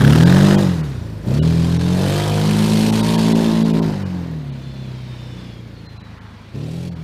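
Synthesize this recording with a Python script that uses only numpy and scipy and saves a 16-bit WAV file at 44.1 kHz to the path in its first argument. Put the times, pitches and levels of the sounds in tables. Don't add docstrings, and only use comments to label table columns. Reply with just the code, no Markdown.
import sys
import numpy as np
from scipy import signal
from scipy.fft import rfft, irfft
from scipy.io import wavfile
from scipy.ndimage import uniform_filter1d, map_coordinates

SR = 44100
rng = np.random.default_rng(int(sys.argv[2]) if len(sys.argv) > 2 else 0)


def file_out(sig):
    cols = np.atleast_2d(sig).T
    lim = np.clip(cols, -1, 1)
    pcm = np.round(lim * 32767).astype(np.int16)
    wavfile.write(sys.argv[1], SR, pcm)


def volts_from_db(level):
    exponent = np.asarray(level, float) / 20
    return 10 ** exponent


N = 310023
T = np.arange(N) / SR

# f/Hz, level/dB per Hz
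FIELD = [(15, -43), (25, -13), (69, -9), (99, -21), (160, 6), (246, -19), (581, -16), (894, -20.5),
         (2170, -18.5), (3160, -25.5), (4030, -25), (6200, -44), (15500, -51)]
FIELD_DB = -43.5

# t/s, opening 0-1
THROTTLE = [(0, 1), (.6, 1), (.75, 0), (1.255, 0), (1.265, 1), (3.85, 1), (4.1, 0), (6.53, 0), (6.54, 1),
            (6.88, 1), (6.91, .3), (7.03, .3)]
# t/s, heading number
HEADING = [(0, 0), (1.3, 0), (1.42, 1), (1.85, 1), (1.97, 2), (2.4, 2), (2.8, 3), (3.9, 3), (4.3, 4),
           (6.5, 4), (6.55, 0), (7.03, 0)]
# t/s, cycle rate/Hz
SPEED = [(0, 31.84), (.42, 49.64), (.6, 50.02), (1.0, 28.79), (1.2, 25.4), (1.45, 40.77), (1.82, 42.28),
         (2.18, 50.34), (2.75, 54.03), (3.4, 55.83), (3.84, 54.74), (3.98, 49), (4.28, 41.94), (4.5, 34.06),
         (6.46, 25.3), (6.62, 37.67), (6.86, 44.53), (7.03, 39.3)]
FLYWHEEL_S = .06
GAP = 0.2916

# t/s, f/Hz
BELT = [(4.55, 3540), (4.84, 3450), (5.06, 3090), (5.48, 2870), (5.62, 2690), (5.73, 3665), (6.12, 3170),
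        (6.36, 2730), (6.48, 2830), (6.85, 3750), (7.0, 3700)]
# start/s, end/s, multiple of the tooth rate, level/dB
SQUEALS = [
    (4.62, 4.9, 1, -54),
    (4.88, 5.54, 1, -57),
    (4.63, 4.9, 1.205, -57),
    (4.88, 5.09, 1.2, -60),
    (5.07, 5.61, 1.195, -54),
    (5.0, 5.2, 1.78, -66),
    (5.2, 5.5, 1.8, -63),
    (5.74, 6.13, 1.2, -57),
    (6.25, 6.48, 1.2, -61.5),
    (6.85, 6.97, 1.2, -60),
]
# t/s, level/dB
SHELL = [(0, -25.5), (.08, -25.5), (.3, -28.5), (.55, -34.5), (.9, -80), (3.2, -70), (3.6, -61), (4.1, -57), (4.6, -75)]

# f/Hz, level/dB per Hz
JET = [(350, -42), (650, -14), (950, -6), (1210, -12), (1660, -11), (2140, -17.5), (2800, -18), (4080, -18),
       (5970, -24.5), (10000, -29), (13700, -36.5), (15400, -46)]
# t/s, level/dB at 4 kHz
SPRAY = [(0, -33.5), (.1, -32), (.5, -30), (.9, -45.5), (1.2, -54), (1.36, -38.5), (1.65, -36.5),
         (1.95, -36), (2.1, -31), (2.35, -33), (2.6, -31), (3.2, -30.5), (3.6, -35.5), (4.4, -51.5),
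         (4.8, -48.5), (5.45, -47.5), (5.65, -54.5), (6.5, -54.5)]
RASP_DB = [3, -2, -1, -2.5, -2]
FIZZ_DB = [-7, -9.5, -6, -4, -4]
# t/s, length/s, rasp level/dB
SCUFFS = [
    (3.953, 0.17, 5),
    (4.299, .2, 6),
    (6.243, 0.2, 11),
]
FAR_REV_DB, FAR_RASP_DB, FAR_FIZZ_DB, DULL_DB_PER_S = 8, -12.5, 0, -9

# t/s, level/dB
REACH = [(0, -19.5), (.06, -14), (.58, -16.5), (.84, -22), (.92, -26), (1.22, -25.5), (1.42, -18),
         (1.75, -22.5), (2.4, -19), (2.55, -20.5), (3.82, -19.5), (3.97, -24), (4.28, -27.5), (4.42, -30),
         (5.55, -32.5), (6.5, -41), (6.56, -32.5), (6.85, -32.5)]
OPEN_DB = 5
# order, level/dB for each heading (the last also for a shut throttle)
LOW = [
    (2, -6.5, -2.5, -3, -3.5, -1.5),
    (3, -5.5, -7.5, -8, -6.5, -8.5),
    (4, -3, -3, -2.5, -1.5, -1),
]
UPPER_DB = [-9.5, -11.5, -11, -9, -11.5]
# order, level/dB for each heading
PIPE = [(5, -10, -8, -13, -5, -2), (6, -4, -3, -8, -7, 0), (7, -5, -6, -7, -7, -1),
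        (8, -8, -11, -16, -10, -10), (9, -10, -15, -9, -20, -10), (10, -11, -5, -7, -16, -7),
        (11, -17, -15, -16, -12, -10), (12, -14, -15, -17, -19, -15), (13, -14, -18, -12, -20, -19),
        (14, -18, -17, -10, -20, -18), (15, -21, -20, -23, -23, -17), (16, -22, -21, -19, -20, -14),
        (17, -27, -23, -18, -16, -16), (18, -21, -25, -22, -21, -20), (19, -25, -24, -18, -22, -16),
        (20, -27, -24, -24, -23, -16)]
# f/Hz, level/dB
RING = [(50, -11.5), (90, -5), (105, -4.5), (113, -5.5), (125, 1), (160, 2.5), (200, 2), (230, -2)]
RINGING = [-.1, 0, .15, .3, 0]
# t/s, order (0 = all upper ones), length/s, level/dB
FADES = [(0.89, 3, 0.056, -7), (2.255, 4, 0.14, -14), (3.59, 2, 0.28, -14.5), (0.61, 4, 0.033, -4.5),
         (2.93, 3, 0.085, -5), (3.92, 4, 0.093, -7.5), (4.05, 2, 0.097, 6.5), (5.3, 2, 0.34, -2),
         (6.22, 3, 0.33, 10), (0.99, 3, 0.05, 13), (6.3, 4, 0.25, 1.5), (3.74, 2, 0.051, -15),
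         (6.92, 2, 0.11, 4), (6.35, 2, .15, 0), (2.1, 0, 0.14, 3), (.5, 0, 0.07, 1.5), (3.405, 0, 0.093, 3),
         (0.81, 5, 0.22, 6), (1.15, 6, 0.14, 7.5), (0.034, 5, 0.043, 10), (0.071, 6, 0.055, 7),
         (2.26, 9, 0.071, -5), (2.037, 11, 0.1, 8.5), (2.04, 2, 0.083, -1.5), (0.091, 19, .1, -9),
         (2.93, 16, 0.043, 8), (3.07, 17, 0.081, 6), (6.8, 10, 0.11, 5), (.55, 6, .1, -6),
         (.45, 12, 0.096, 5.5)]
# f/Hz, level/dB per Hz
FLUTTER = [(40, -42), (90, -2), (200, 6), (400, 1.5), (650, -5), (950, -18), (1400, -35)]
SNAP_DB, SNAP_S = 4, 0.058

# t/s, all kept below f/Hz, three lone bands f/Hz
THINNED = [(.249, 950, 1590, 4770, 4770), (.569, 1500, 2400, 3200, 3200), (.824, 3000, 4400, 4400, 4400),
           (1.402, 700, 1500, 2930, 3900), (1.41, 700, 1500, 2930, 3900), (1.418, 700, 1500, 2930, 3450),
           (1.784, 1050, 5550, 5550, 5550), (2.915, 1050, 860, 860, 860), (3.021, 1450, 3830, 4770, 4770),
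           (3.171, 1100, 1720, 3200, 4200), (3.34, 1050, 2000, 3500, 4100), (3.64, 900, 3350, 3870, 4640),
           (3.726, 1050, 2500, 2850, 2850), (3.811, 1500, 990, 990, 990), (4.045, 1800, 2400, 2900, 2900),
           (4.512, 4500, 860, 860, 860), (5.881, 2200, 4200, 4200, 4200), (5.988, 1600, 2700, 4050, 4050),
           (6.03, 2900, 4050, 4050, 4050), (6.2, 2300, 3000, 3000, 3000), (6.904, 1100, 2700, 4400, 4400),
           (6.948, 1900, 3000, 4500, 4500)]


def evened(x):
    return x / np.sqrt(np.mean(x ** 2) + 1e-20)


def bump(t, s, length):
    return np.exp(-.5 * ((t - s) / length) ** 2)


def read(points, hz):
    f, value = np.transpose(points)
    return np.interp(np.log(hz + 1), np.log(f + 1), value)


def columns(rows, t):
    s, *rest = np.transpose(rows)
    return [np.interp(t, s, c) for c in rest]


def drift(hz):
    knots = rng.standard_normal(400)
    return map_coordinates(knots, [np.clip(T * hz, 0, 398)], order=3)


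def noise(shape_db, patchy_db):
    frames = N // 128 + 5
    hz = np.fft.rfftfreq(512, 1 / SR)[:, None]
    a, b, patches, bands = rng.standard_normal((frames, 257, 4)).T
    patches = uniform_filter1d(patches, size=8, axis=0)
    patches = evened(uniform_filter1d(patches, size=5, axis=1))
    bands = uniform_filter1d(bands, size=2, axis=0)
    bands = evened(uniform_filter1d(bands, size=150, axis=1))
    level_db = shape_db(hz, np.arange(frames) * 128 / SR) + patchy_db * (patches + bands)
    z = (a + 1j * b) * volts_from_db(level_db)
    return signal.istft(z, nperseg=512, noverlap=384)[1][:N]


def puffs(turns, lag, length, second):
    out = np.zeros(N)
    for side, strength in ((-.5, 0.33), (.5, second)):
        place = turns - side * GAP - lag + 1
        size = volts_from_db(2.5 * rng.standard_normal(600))[place.astype(int)]
        u = (place % 1) / length
        out += strength * size * u ** .2 * np.exp(-u)
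    return evened(out)


def field():
    air = noise(lambda f, s: read(FIELD, f) + 0 * s, patchy_db=1.2)
    return volts_from_db(FIELD_DB) * evened(air)


def trees(x, t60):
    taps = np.zeros(SR // 2)
    at = np.arange(1500, SR // 2 - 40, 40)
    spread = rng.integers(0, 40, len(at))
    taps[at + spread] = rng.choice([-1., 1.], len(at)) * volts_from_db(-60 * at / SR / t60)
    return signal.oaconvolve(x, taps / np.linalg.norm(taps))[:N]


def whine(start, end, multiple, level_db):
    hz = multiple * columns(BELT, T)[0]
    fade = np.clip(np.minimum(T - start, end - T) / 0.01, 0, 1)
    angle = 2 * np.pi * np.cumsum(hz * (1 + 0.007 * drift(55))) / SR
    return np.sqrt(2) * fade * volts_from_db(level_db - 1 + 2.3 * drift(45)) * np.sin(angle)


def shell(turns):
    def rings_db(f, s):
        low_ring = np.exp(-((f - 1620) / 300) ** 2)
        high_ring = .5 * np.exp(-((f - 3100) / 450) ** 2)
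        return 20 * np.log10(low_ring + high_ring + 0.022) + 0 * s
    metal = evened(noise(rings_db, patchy_db=3))
    cracks = puffs(turns, lag=.03, length=.09, second=.65) ** 1.5
    return volts_from_db(columns(SHELL, T)[0]) * evened(metal * cracks)


def hiss(turns):
    def shape_db(f, s):
        (level_db,), (heading,), (gas,) = columns(SPRAY, s), columns(HEADING, s), columns(THROTTLE, s)
        rev_s = SPRAY[-1][0]
        far = gas * np.clip(0.3 + (s - rev_s) / 0.33, 0, 1) * (s > rev_s)
        rasp_db = np.interp(heading, range(5), RASP_DB) + FAR_RASP_DB * far
        rasp_db = rasp_db + sum(db * bump(s, at, length) for at, length, db in SCUFFS)
        fizz_db = np.interp(heading, range(5), FIZZ_DB) + FAR_FIZZ_DB * far
        fizz_db = fizz_db + DULL_DB_PER_S * np.clip(s - 2.9, 0, 1.1) * (1 - far)
        low = np.clip(np.log2(2600 / (f + 1)) / .6, 0, 1)
        high = np.clip(np.log2((f + 1) / 5000), 0, 1.3)
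        return read(JET, f) + level_db + FAR_REV_DB * far + low * (rasp_db - 4) + high * (fizz_db + 5.5)

    (load,), (heading,) = columns(THROTTLE, T), columns(HEADING, T)
    lag = .05 + .22 * np.minimum(heading, 1)
    gate = .75 + (.06 + .3 * load) * puffs(turns, lag=lag, length=.11, second=.3)
    sizes = volts_from_db(3.0 * np.minimum(rng.exponential(1, N), 3))
    grit = sizes * (rng.random(N) < 150 / SR)
    grit = signal.oaconvolve(grit, np.exp(-np.arange(200) / 35))[:N]
    return volts_from_db(4) * noise(shape_db, patchy_db=1.47) * (gate + 0.067 * load * grit)


def exhaust():
    hz = uniform_filter1d(columns(SPEED, T)[0], size=round(FLYWHEEL_S * SR), mode="nearest")
    (load,), (heading,), (reach_db,) = columns(THROTTLE, T), columns(HEADING, T), columns(REACH, T)
    shut = 1 - load

    def at_heading(row):
        return np.interp(heading, range(5), row)

    def by_heading(row):
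        return load * at_heading(row) + shut * row[-1]

    def echo_db(k):
        return sum(db * bump(T, s, length) for s, order, length, db in FADES if round(order) == round(k))

    level_db = reach_db + OPEN_DB * load
    opened = np.maximum(np.diff(load, prepend=0), 0)
    snap = signal.lfilter([1], [1, -np.exp(-1 / (SNAP_S * SR))], opened)
    upper_db = level_db + by_heading(UPPER_DB) + SNAP_DB * snap + echo_db(0)

    turns = np.cumsum(hz * (1 + (.004 + .006 * shut) * drift(25))) / SR - .4
    angle = 2 * np.pi * turns
    uneven_db = 1.2 + 0.3 * shut

    first_db = level_db - 1.5 + read([(25, -40), (40, -30.5), (56, -20.5)], hz)
    two_db, three_db, four_db = (level_db + by_heading(row) + read(RING, k * hz) + echo_db(k)
                                 for k, *row in LOW)
    out = volts_from_db(first_db) * np.sin(angle)
    out += volts_from_db(two_db + uneven_db * drift(24.73)) * np.cos(2 * angle + 0.28 - 2.85 * load)
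    out += volts_from_db(three_db + uneven_db * drift(27)) * np.cos(3 * angle + at_heading(RINGING))
    out += volts_from_db(four_db + uneven_db * drift(27)) * np.cos(4 * angle)

    for k, *levels_db in PIPE:
        sign = -np.sign(np.cos(np.pi * round(k) * GAP))
        order_db = upper_db + at_heading(levels_db) + echo_db(k) - .12 * k + 2.5 * drift(6)
        slip = .35 * drift(3) + (.018 + .02 * shut) * k * drift(30)
        out += sign * volts_from_db(order_db) * np.cos(round(k) * angle + slip)

    rough = evened(noise(lambda f, s: read(FLUTTER, f) + 0 * s, patchy_db=1.2))
    rough *= 0.92 + 0.6 * puffs(turns, lag=0.013, length=0.36, second=1.0)
    return np.sqrt(2) * out + volts_from_db(upper_db - 8 + 3 * shut) * rough, turns


def thin_out(x):
    out = x.copy()
    hz = np.fft.rfftfreq(1600, 1 / SR)
    window = signal.windows.cosine(1600)
    for s, below_hz, *bands_hz in THINNED:
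        at = slice(round(s * SR) - 800, round(s * SR) + 800)
        body = .07 + .93 * (hz < below_hz)
        lone = [1.6 * (abs(hz - f) < 90) for f in bands_hz]
        kept = np.max([body] + lone, axis=0)
        out[at] -= window * irfft(rfft(window * out[at]) * (1 - kept))
    return out


def scene():
    tone, turns = exhaust()
    vehicle = tone + hiss(turns) + shell(turns) + sum(whine(*row) for row in SQUEALS)
    echo = volts_from_db(-19) * trees(vehicle, t60=.5)
    return (vehicle + echo + field())[None]


def low_pass(x):
    return signal.sosfilt(signal.butter(12, 15610, fs=SR, output="sos"), x)


def record(dry):
    clipped = np.clip(dry[0], -1, 1)
    lowpass = signal.firwin(511, 15350, window=("kaiser", 9), fs=SR)
    limited = signal.oaconvolve(clipped, lowpass, "same")
    mix = thin_out(limited)[None]
    return low_pass(mix)


dry = scene()
out = record(dry)
file_out(out)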